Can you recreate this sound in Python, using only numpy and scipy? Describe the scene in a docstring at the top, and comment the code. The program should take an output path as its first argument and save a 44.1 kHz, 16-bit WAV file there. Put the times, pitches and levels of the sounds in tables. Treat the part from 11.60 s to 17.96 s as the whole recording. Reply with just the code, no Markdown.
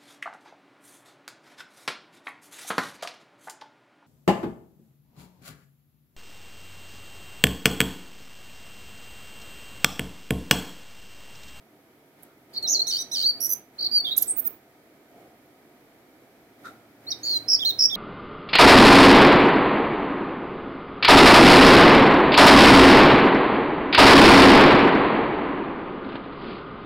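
"""Starling song in a garden

A starling sings in bouts: whistles, trills, nasal chatter, rattles, buzzes, squeaks, very high zips and slurs.
Each note is a sum of harmonics on a gliding pitch plus noise that follows its strength, filtered by the throat;
clicks are noise bursts. Discrete echoes and random reflections stand for ground, leaves and hedge. Behind lie
coloured-noise rumble, wash and hiss, wavering machine tones and two distant short calls made of shaped noise.
The recorder's noise suppressor lowers the quiet passages between the bouts."""
import sys
import numpy as np
from scipy import signal
from scipy.fft import rfft, irfft
from scipy.io import wavfile
from scipy.ndimage import uniform_filter1d

SR = 44100
rng = np.random.default_rng(int(sys.argv[2]) if len(sys.argv) > 2 else 0)


def to_wav(s):
    """Save 16-bit WAV."""
    ch = np.atleast_2d(s).T  # columns
    pcm = np.round(np.clip(ch, -1, 1) * 32767)  # PCM
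    wavfile.write(sys.argv[1], SR, pcm.astype(np.int16))


N = 280476
TIME, FREQS = np.arange(N) / SR, np.fft.rfftfreq(N, 1 / SR)  # s, Hz
SOFT_ENDS = signal.windows.tukey(N, .0015)  # short fades before whole-length filtering


def amp(db):
    """Decibel law: 20 dB is a factor of ten in amplitude."""
    return 10 ** (np.asarray(db) / 20)


def evened(x):
    """Normalization to unit root-mean-square amplitude."""
    return x / np.sqrt(np.mean(x ** 2) + 1e-20)


def read(points, hz):
    """Interpolation along a logarithmic frequency axis."""
    f, value = np.transpose(points)
    return np.interp(np.log(hz + 1), np.log(f + 1), value)


def add(mix, start_s, sound):
    """Superposition: a sound adds to the mix from its start time."""
    part = mix[round(start_s * SR):][:len(sound)]
    part += sound[:len(part)]


def wander(size, hz):
    """Low-pass random fluctuation of rms 1, mostly slower than hz."""
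    f = np.fft.rfftfreq(size, 1 / SR)
    return evened(irfft(rfft(rng.standard_normal(size)) / (1 + (f / hz) ** 2), size))


# Left-right correlation of diffuse noise: frequency [Hz], correlation [-1 to 1]
NOISE_CORRELATION = [(60, 0.93), (150, 0.87), (380, 0.986), (950, 0.69), (2380, -0.083), (5980, -0.11),
                     (15000, -0.33)]


def noise(spectrum):
    """Diffuse field: coloured noise of rms 1 at two microphones, correlated in the bass."""
    a, b = rfft(rng.standard_normal((2, N)))
    same = np.clip(read(NOISE_CORRELATION, FREQS), -1, 1)
    pair = np.array([a, same * a + np.sqrt(1 - same ** 2) * b])
    return evened(irfft(pair * amp(read(spectrum, FREQS)), N))


# Relative spectra of outdoor rumble, mid-range wash, hiss and low rush: frequency [Hz], density [dB per Hz]
RUMBLE_SPECTRUM = [(15, -49), (25, -16.5), (32, -21), (60, -17.5), (81, -10.5), (102, -11), (120, -8),
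                   (167, -8), (291, 1.5), (375, -1), (432, -4), (584, -7), (695, -3), (867, -12),
                   (1100, -25.5), (1430, -40.5), (2420, -120)]
WASH_SPECTRUM = [(700, -21.5), (1000, -3), (1300, 0), (1700, -1), (2300, 0.5), (2800, -10.5), (4500, -10.5),
                 (8000, -16.5)]
HISS_SPECTRUM = [(1760, -33), (3000, 1.5), (3170, 1), (5110, -16), (8640, -7.5), (11800, -2), (13600, 3.5),
                 (15600, -9.5), (16000, -10.5)]
RUSH_SPECTRUM = [(70, -46), (200, -15.5), (300, 1.5), (400, -2), (520, -8), (690, 2.5), (900, -18.5),
                 (1500, -40.5)]
# Swells of low rushing noise: centre_s [s], half_width_s [s, to 1/e], level_db [dB]
RUSH_SWELLS = [(1.151, 0.096, -46), (3.62, 0.13, -47.5)]
RUMBLE_DB, WASH_DB, HISS_DB = -52.5, -58, -61  # rumble and wash at the start; hiss throughout
DRIFT_DB_PER_S = 0.5383  # slow rise of rumble and wash


def background():
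    """Broadband ambient noise: rumble and wash rise over a steady hiss, and a low rush swells twice."""
    drift_db = DRIFT_DB_PER_S * TIME
    rumble = amp(RUMBLE_DB + drift_db) * noise(RUMBLE_SPECTRUM)
    wash = amp(WASH_DB + drift_db) * noise(WASH_SPECTRUM)
    hiss = amp(HISS_DB) * noise(HISS_SPECTRUM)
    swells = sum(amp(db) * np.exp(-((TIME - s) / width) ** 2) for s, width, db in RUSH_SWELLS)
    return rumble + wash + hiss + swells * noise(RUSH_SPECTRUM)


def tones(lines, waver_hz):
    """Frequency modulation: sine tones waver independently in pitch by waver_hz rms."""
    total = np.zeros(N)
    for hz, db in lines:
        phase = 2 * np.pi * np.cumsum(hz + waver_hz * wander(N, 3)) / SR
        total += amp(db) * np.sqrt(2) * np.sin(phase)
    return total


# Steady far machinery: pitch_hz [Hz], level_db [dB, before a common lift]
DRONE_LINES = [(140.0, -71), (301.5, -71), (678.3, -75.5), (936.7, -73.5), (1254, -75)]
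# Harmonics of a far motor: pitch_hz [Hz], level_db [dB, relative to the motor level]
MOTOR_LINES = [(113, -6), (226, -10.5)]
# Motor level over time: time_s [s], level_db [dB]
MOTOR_LEVEL = [(0, -68.5), (4.7, -71), (5.3, -56), (5.7, -53.5), (6.36, -52)]


def machines():
    """Line spectra: a steady drone and a motor hum whose level follows its own curve."""
    drone = amp(2.5) * tones(DRONE_LINES, waver_hz=2.5)
    motor_level = amp(np.interp(TIME, *np.transpose(MOTOR_LEVEL)))
    return drone + motor_level * tones(MOTOR_LINES, waver_hz=1.5)


# Bill clicks and harsh snaps: start_s [s], level_db [dB, before the high-pass], decay_s [s, to 1/e], edge_hz [Hz]
BILL_CLICKS = [(0.6263, -31.5, 0.00072, 9700), (0.633, -23.5, 0.00085, 10260), (0.935, -47.5, 0.0145, 3587),
               (1.026, -42, 0.0156, 3970), (1.862, -27.5, 0.0152, 8280), (2.581, -25.5, 0.011, 5010),
               (2.626, -24.5, 0.0071, 4973), (5.773, -38, 0.0056, 4000)]


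def clicks():
    """Impulsive excitation: exponentially decaying noise bursts, high-passed to the treble."""
    t, out = TIME[:SR // 20], np.zeros(N)
    for start_s, db, decay_s, edge_hz in BILL_CLICKS:
        high_pass = signal.butter(3, edge_hz, "high", fs=SR, output="sos")
        burst = amp(db) * np.exp(-t / decay_s) * rng.standard_normal(len(t))
        add(out, start_s, signal.sosfilt(high_pass, burst))
    return out


# Distant short calls: start_s [s], level_db [dB]
DISTANT_CALLS = [(.68, -59), (5.039, -38.5)]
# Their relative spectrum: frequency [Hz], density [dB per Hz]
DISTANT_SPECTRUM = [(500, -32.5), (950, -21), (1200, -6), (1400, 5.5), (1580, -12), (1800, -12.5),
                    (2900, -30.5), (3450, -24.5), (3750, -13), (4400, -25), (7000, -27.5), (14000, -35)]


def far_calls(rise_s=0.0242, tail_db=-11, tail_t60=1.0):
    """Reverberant decay: a hoarse noise syllable swells and dies, and the gardens echo it."""
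    level = np.zeros(N)
    for start_s, db in DISTANT_CALLS:
        elapsed = np.maximum(TIME - start_s, 0)
        u = elapsed / rise_s
        syllable = (u * np.exp(1 - u)) ** 2
        tail = amp(tail_db - 60 * elapsed / tail_t60) * np.tanh(10 * u)
        level += amp(db) * np.hypot(syllable, tail)  # the two add in energy
    return level * noise(DISTANT_SPECTRUM)


BLOOM_S, WARBLE_WANDER = 0.011, 0.016  # time for a warble to widen; random share by which its rate varies
WARBLE_SNAP, JUMP_DIP = 3.5, .55  # abruptness of warble jumps; largest share of strength lost in a jump


def syrinx(tone, hz, db, rasp=0., swing_hz=0., rate_hz=0., *, jitter, throb, second_db):
    """Self-sustained oscillation: a membrane's harmonics glide, warble and tremble; throb lifts warble crests."""
    t = TIME[:len(hz)]
    cycles = np.cumsum(rate_hz * (1 + WARBLE_WANDER * wander(len(t), 87))) / SR
    flip = -np.tanh(WARBLE_SNAP * np.sin(2 * np.pi * cycles))  # lingers at top and bottom
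    bloom = np.tanh(t / BLOOM_S)
    tremble = jitter * wander(len(t), 120) + .06 * rasp * wander(len(t), 800)
    pitch = (hz + swing_hz * bloom * flip) * (1 + tremble)
    phase = 2 * np.pi * np.cumsum(pitch) / SR
    tension_db = second_db * np.log2(pitch / 5000)  # a tighter membrane strengthens the second harmonic
    wave = np.zeros(len(t))
    for k, level_db in enumerate(tone, 1):
        audible = k * pitch < SR / 2  # no aliasing
        wave += amp(level_db + (k == 2) * tension_db) * np.sin(k * phase) * audible
    depth = bloom * np.tanh(20 * swing_hz / hz)
    flutter = np.exp(throb * depth * flip + rasp * wander(len(t), 800) / 2)
    jump_loss = 1 - JUMP_DIP * depth * (1 - flip ** 2)
    return amp(db) * evened(wave * flutter * jump_loss)


# Relative spectrum of air rushing through the open bill: frequency [Hz], density [dB per Hz]
BILL_AIR = [(2000, -42.5), (3200, -4.5), (5000, -1.5), (7300, 4.5), (10000, -6), (12500, -3.5), (15500, -2)]


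def phrase(notes, gesture, tone, gain_db, noise_db, attack_s, release_s, jitter,
           throb=0., second_db=0., noise_spectrum=BILL_AIR):
    """Envelope following: gated notes of one voice carry coloured noise that follows their strength."""
    out = np.zeros(N)
    for start_s, length_s, *shape in notes:
        t = np.arange(0, length_s, 1 / SR)
        ramp = np.clip(np.minimum(t / attack_s, (length_s - t) / release_s), 0, 1)
        gate = np.sin(np.pi / 2 * ramp) ** 2
        note = syrinx(tone, *gesture(t, *shape), jitter=jitter, throb=throb, second_db=second_db)
        add(out, start_s, gate * note)
    strength = np.sqrt(abs(uniform_filter1d(out ** 2, size=160)))
    return amp(gain_db) * (out + amp(noise_db) * strength * noise(noise_spectrum)[0])


def arch(t, turn_s, first_hz, turn_hz, last_hz, bend=1.6):
    """Power-law glide: pitch eases into a turning point and curves away (bend 2 is a parabola)."""
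    before = np.maximum(1 - t / turn_s, 0)
    after = np.maximum(t - turn_s, 0) / max(t[-1] - turn_s, 1 / SR)
    return turn_hz + (first_hz - turn_hz) * before ** bend + (last_hz - turn_hz) * after ** bend


def swell(t, db, swell_db):
    """Exponential envelope: level changes linearly in decibels through a note."""
    return db + swell_db * (t / t[-1] - .5)


def arched(t, turn_s, first_hz, turn_hz, last_hz, db, swell_db, *texture):
    """Combined modulation: one arch of pitch under one swell, with any rasp and warble."""
    return arch(t, turn_s, first_hz, turn_hz, last_hz), swell(t, db, swell_db), *texture


# In all note tables below, level_db is relative: each voice has its own gain.
# Trills: start_s [s], length_s [s], turn_s [s after start], first_hz, turn_hz, last_hz [Hz],
# level_db [dB], swell_db [dB], rasp [0-1], warble_swing_hz [Hz], warble_rate_hz [Hz]
TRILL_NOTES = [ (.927, .041, .014, 4650, 4480, 4240, -39, 12, .75, 220, 130),
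               (1.069, 0.0773, 0.0506, 5268, 6366, 5228, -15, 6.5, 0, 372.3, 93.81),
               (2.179, 0.0983, .050, 4215, 4371, 4106, -26, 9.5, 0.2, 245, 53.45),
               (2.439, 0.02584, .011, 3450, 3627, 3630, -21, 2.5, 0.07, 20, 130),
               (2.457, .051, 0.023, 3391, 3253, 3490, -23, -12, 0.3, 170, 120),
               (2.504, 0.0387, 0.03024, 3655, 3795, 3641, -21.5, -8.5, 0.1, 120, 108),
               (2.666, 0.0566, 0.042, 7724, 8562, 8240, -17, 10.5, 0.19, 140, 107),
               (5.627, 0.0591, 0.0238, 6100, 6826, 6993, -32.5, -22.5, 0, 150, 109),
               (5.876, 0.08285, 0.0306, 5061, 5296, 5123, -14.5, 8, 0.05, 256.5, 62.02),
               (6.183, .084, 0.057, 5245, 5280, 5265, -13, 4.5, 0, 243.7, 63.54)]
# Strength of harmonics 1, 2, 3 ..: level_db [dB]
TRILL_HARMONICS = [0.5, -27.5, -29, -26.5]


def trills():
    """Frequency and amplitude modulation: pitch flips fast between two values, stronger at the upper."""
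    return phrase(TRILL_NOTES, arched, TRILL_HARMONICS, gain_db=-2.5, noise_db=-36,
                  attack_s=0.014, release_s=.009, jitter=.005, throb=.55, second_db=15.5)


# Pure whistles: start_s [s], length_s [s], turn_s [s after start], first_hz, turn_hz, last_hz [Hz],
# level_db [dB], swell_db [dB]
WHISTLE_NOTES = [ (.960, 0.0262, 0.0175, 3672, 4544, 4043, -30.5, 9),
                 (1.024, 0.04377, 0.0085, 4085, 4312, 3699, -30, 5.5),
                 (1.145, .040, 0.0233, 4750, 4143, 4230, -25.5, -9),
                 (1.192, 0.017, .010, 4200, 4111, 4160, -22, -7),
                 (1.216, .013, .007, 4330, 4350, 4330, -23, -24),
                 (1.654, 0.05631, 0.044, 4420, 4597, 4376, -21.5, -3.5),
                 (2.311, 0.0754, 0.00945, 4671, 4702, 4542, -24, 14.5),
                 (2.400, 0.01035, 0.007, 4570, 4455, 4392, -25, 3),
                 (5.465, 0.02845, .031, 3880, 4460, 4450, -37, 15),
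                 (5.502, 0.018, 0.01097, 5130, 5860, 3830, -26.5, 9),
                 (5.519, 0.0151, 0.0076, 4295, 3711, 3770, -28.5, -11),
                 (5.955, 0.013, .007, 4950, 4550, 4500, -30, -6),
                 (5.988, 0.0508, .017, 3084, 3650, 2988, -27.5, 14),
                 (6.294, 0.0529, 0.0141, 2915, 3630, 3253, -28.5, 13)]
# Strength of harmonics 1, 2, 3 ..: level_db [dB]
WHISTLE_HARMONICS = [-1.5, -28, -30.5, -29]


def whistles():
    """Near-sinusoidal oscillation: the fundamental dominates its weak harmonics."""
    return phrase(WHISTLE_NOTES, arched, WHISTLE_HARMONICS, gain_db=1, noise_db=-28.5,
                  attack_s=0.004, release_s=0.0023, jitter=.005)


def chatter_note(t, *shape):
    """Light random modulation: an arched pitch with a slight rasp."""
    return *arched(t, *shape), .12


# Nasal chatter: start_s [s], length_s [s], turn_s [s after start], first_hz, turn_hz, last_hz [Hz],
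# level_db [dB], swell_db [dB]
CHATTER_NOTES = [ (1.265, 0.0549, .021, 1773, 2109, 1654, -24, -3),
                 (1.374, .056, 0.0417, 1810, 2000, 1770, -27, 6),
                 (1.511, .050, .021, 1796, 2046, 1616, -25.5, 2.5)]
# Strength of harmonics 1, 2, 3 .. in chatter and rattles: level_db [dB]
CHATTER_HARMONICS = [-22, 0, 5.5, -10, -9.5, -13.5, -21, -29, -21.5, -22]


def chatter():
    """Harmonic-rich oscillation: low notes whose second and third harmonics outweigh the fundamental."""
    return phrase(CHATTER_NOTES, chatter_note, CHATTER_HARMONICS, gain_db=-0.5, noise_db=-19.5,
                  attack_s=0.0083, release_s=0.01067, jitter=0.003948)


def rattle_note(t, db):
    """Reduced tension: the slack membrane dips in pitch and flaps."""
    hz = 1435 * arch(t, t[-1] / 2, 1.08, 0.9507, 1.08)  # ratios at start, middle and end
    rasp, swing_hz, rate_hz = .4, 90, 93
    return hz, db, rasp, swing_hz, rate_hz


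# Rattles into which the chatter sags: start_s [s], length_s [s], level_db [dB]
RATTLE_NOTES = [(1.308, .068, -27), (1.553, .080, -27.5)]


def rattles():
    """Flapping modulation: the chatter's harmonics throb with a fast warble."""
    return phrase(RATTLE_NOTES, rattle_note, CHATTER_HARMONICS, gain_db=1, noise_db=-22,
                  attack_s=0.00608, release_s=.006, jitter=0.0054, throb=.9)


# Reedy buzzes: start_s [s], length_s [s], turn_s [s after start], first_hz, turn_hz, last_hz [Hz],
# level_db [dB], swell_db [dB], rasp [0-1], warble_swing_hz [Hz], warble_rate_hz [Hz]
BUZZ_NOTES = [ (1.626, .032, .030, 1860, 2136, 2230, -27, 6.5, .2, 6.41, 93),
              (5.629, .093, .030, 2100, 2203, 2110, -31.5, 13, 0.22, 72.3, 117.3),
              (5.717, .062, 0.058, 2173, 2025, 1968, -28, 3, 0.13, 19.5, 780),
              (6.045, .070, .020, 1700, 2151, 1779, -24.5, -2, 0.1, 3.8, 99),
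              (6.346, .022, .017, 1600, 1936, 2070, -24, 21.5, 0.98, 5, 95)]
# Strength of harmonics 1, 2, 3 ..: level_db [dB]
BUZZ_HARMONICS = [-33.5, 4.5, -16, -21.5, -27, -26.5, -28, -9.5]


def buzzes():
    """Harmonic dominance: the second harmonic leads, roughened by rasp and warble."""
    return phrase(BUZZ_NOTES, arched, BUZZ_HARMONICS, gain_db=3.0, noise_db=-20.5,
                  attack_s=0.0063, release_s=.007, jitter=.0023, throb=.9)


def squeak_note(t, first_hz, held_hz, db, rasp):
    """Exponential approach: a quick scoop up to a pitch that creeps higher and shivers."""
    scoop = (first_hz - held_hz) * np.exp(-t / .004)
    hz = held_hz + scoop + 820 * t  # climbs 820 Hz per second
    shiver_hz, shiver_rate_hz = 83.6, 100
    return hz, swell(t, db, 6.5), rasp, shiver_hz, shiver_rate_hz


# Shrill squeaks: start_s [s], length_s [s], first_hz [Hz], held_hz [Hz, before the climb],
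# level_db [dB], rasp [0-1]
SQUEAK_NOTES = [(1.800, .072, 4848, 5692, -23, .25), (1.887, .057, 5416, 6027, -21.5, 0)]
# Strength of harmonics 1, 2: level_db [dB]
SQUEAK_HARMONICS = [-1.5, 3]
# Relative spectrum of the rough noisy sidebands around a squeak's harmonics: frequency [Hz], density [dB per Hz]
SQUEAK_HAZE = [(3500, -36), (5400, -1.5), (6400, -5), (7400, -36.5), (9300, -1), (10500, 7), (12800, -9.5),
               (14500, -3.5), (16000, -8)]


def squeaks():
    """Strong second harmonic: shivering notes throb deeply amid rough noisy sidebands."""
    return phrase(SQUEAK_NOTES, squeak_note, SQUEAK_HARMONICS, gain_db=0, noise_db=-10.5,
                  attack_s=0.0083, release_s=0.0081, jitter=0.0024, throb=1.7, noise_spectrum=SQUEAK_HAZE)


def zip_note(t, top_hz, db, rasp=0.17):
    """Up-down chirp: a steep arch that is loud only near its top."""
    turn_s, foot_hz = 0.016, 4500
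    flank = 1 - np.exp(-((t - turn_s) / .003) ** 2 / 2)
    return arch(t, turn_s, foot_hz, top_hz, foot_hz, bend=3), db - 18 * flank, rasp


# Zips that shoot up and straight down again: start_s [s], length_s [s], top_hz [Hz], level_db [dB]
ZIP_NOTES = [(2.564, .023, 12360, -12.5), (2.609, 0.02, 12440, -15)]
# Strength of harmonics 1, 2 in zips and slurs: level_db [dB]
ZIP_HARMONICS = [-6.5, -17]


def zips():
    """Rapid frequency sweep: each zip is a very short, high chirp."""
    return phrase(ZIP_NOTES, zip_note, ZIP_HARMONICS, gain_db=5, noise_db=-28,
                  attack_s=0.0027, release_s=.002, jitter=0.005253)


def slur_note(t, first_hz, last_hz, db, rasp=0.095):
    """Piecewise-linear glide: pitch sags steadily as the note swells, then plunges."""
    sag = first_hz - 32000 * t  # falls 32000 Hz per second
    plunge = np.maximum(1 - (t[-1] - t) / 0.012, 0)  # over the last 12 ms
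    return sag + (last_hz - sag[-1]) * plunge, swell(t, db, 19), rasp


# Very high slurs: start_s [s], length_s [s], first_hz [Hz], last_hz [Hz], level_db [dB]
SLUR_NOTES = [(2.762, .046, 15890, 10770, -30), (2.836, .047, 16310, 11220, -31)]


def slurs():
    """Downward frequency sweep: very high notes with the harmonics of a zip."""
    return phrase(SLUR_NOTES, slur_note, ZIP_HARMONICS, gain_db=2, noise_db=-36.0,
                  attack_s=0.0069, release_s=0.0061, jitter=0.006)


# Colour that windpipe and bill give every note: frequency [Hz], gain [dB]
THROAT_RESPONSE = [(2300, -9.5), (2850, -25.5), (3150, -4.5), (4500, 1.5), (6600, -5.5), (7600, -12.5),
                   (9000, -1.5), (12000, -3.5), (16000, 6)]


def starling():
    """Source and filter: the throat's response colours the sum of all voices."""
    song = trills() + whistles() + chatter() + rattles() + buzzes() + squeaks() + zips() + slurs()
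    return irfft(rfft(song * SOFT_ENDS) * amp(read(THROAT_RESPONSE, FREQS)), N)


def scatter(x, delay_s, t60):
    """Diffuse scattering: sparse random-sign reflections differ by microphone and decay by frequency."""
    t = TIME[:SR // 2]
    arrivals = rng.random((2, len(t))) < 4000 / SR  # about 4000 per second
    taps = rng.standard_normal((2, len(t))) * arrivals * (t > delay_s)
    hz, s, z = signal.stft(taps, SR, nperseg=128)
    decay = amp(-60 * s / read(t60, hz)[:, None])
    tail = signal.istft(z * decay, SR, nperseg=128)[1]
    tail = tail / np.linalg.norm(tail, axis=1, keepdims=True)
    return signal.fftconvolve(x[None], tail, axes=1)[:, :N]


# First echoes off the ground and nearby things, per microphone: delay_ms [ms], level_db [dB]
LEFT_REFLECTIONS = [(.7, -21.5), (2.1, -20.5), (3.5, -3.5), (6.9, -4)]
RIGHT_REFLECTIONS = [(1.7, -22.5), (3.6, -15.5), (5.4, -13)]
# Decay times of near leaves and far hedge: frequency [Hz], time to fall 60 dB [s]
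LEAF_DECAY = [(3000, 0.071), (6000, 0.19), (12000, 0.062)]
HEDGE_DECAY = [(3000, .38), (6000, 0.3), (12000, 0.28)]
# The bird's stereo balance: frequency [Hz], left minus right [dB]
BIRD_BALANCE = [(3000, -9), (4500, -3.5), (6000, -5.5), (8500, -5), (12000, -14.5), (16000, -15)]


def garden(x, lead_s=0.00015965):
    """Arrival-time and level differences: sound leads at left; ground, near leaves and far hedge answer."""
    def late(seconds):
        return np.interp(TIME - round(seconds * SR) / SR, TIME, x)
    left = x + sum(amp(db) * late(ms / 1000) for ms, db in LEFT_REFLECTIONS)
    right = late(lead_s) + sum(amp(db) * late(lead_s + ms / 1000) for ms, db in RIGHT_REFLECTIONS)
    leaves = amp(-13) * scatter(x, delay_s=0.0031, t60=LEAF_DECAY)
    hedge = amp(-15.5) * scatter(x, delay_s=0.019, t60=HEDGE_DECAY)
    heard = np.array([left, right]) + leaves + hedge
    sides = amp(np.outer([.5, -.5], read(BIRD_BALANCE, FREQS)))
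    sides = sides / np.sqrt(np.mean(sides ** 2, 0))  # keeps the two sides' mean power gain at one
    return irfft(rfft(heard * SOFT_ENDS) * sides, N)


def scene():
    """Superposition: the bird in its garden, the ambient noise and the distant calls add."""
    ambience = (background() + machines()) * amp([[-.6], [.6]])  # dB at left and right
    return ambience + garden(clicks() + starling()) + far_calls()


OPEN_DB, OPEN_RANGE_DB = -47.5, 4.5  # level where the suppressor starts to open; range to fully open
SHUT_DB, OPEN_S = -7, 0.098  # gain when shut; smoothing time of the opening


def record(dry):
    """Downward expansion: a noise suppressor turns the pauses down; then a low-pass limits the band."""
    power_db = 10 * np.log10(abs(uniform_filter1d((dry ** 2).mean(0), size=2048)) + 1e-12)
    wanted = np.clip((power_db - OPEN_DB) / OPEN_RANGE_DB, 0, 1)
    opened = uniform_filter1d(wanted, round(OPEN_S * SR))
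    gated = dry * amp(SHUT_DB * (1 - opened))
    low_pass = signal.firwin(511, 15950, window=("kaiser", 9), fs=SR)  # edge in Hz
    return signal.oaconvolve(gated, low_pass[None], "same")


dry = scene()
out = record(dry)
to_wav(out)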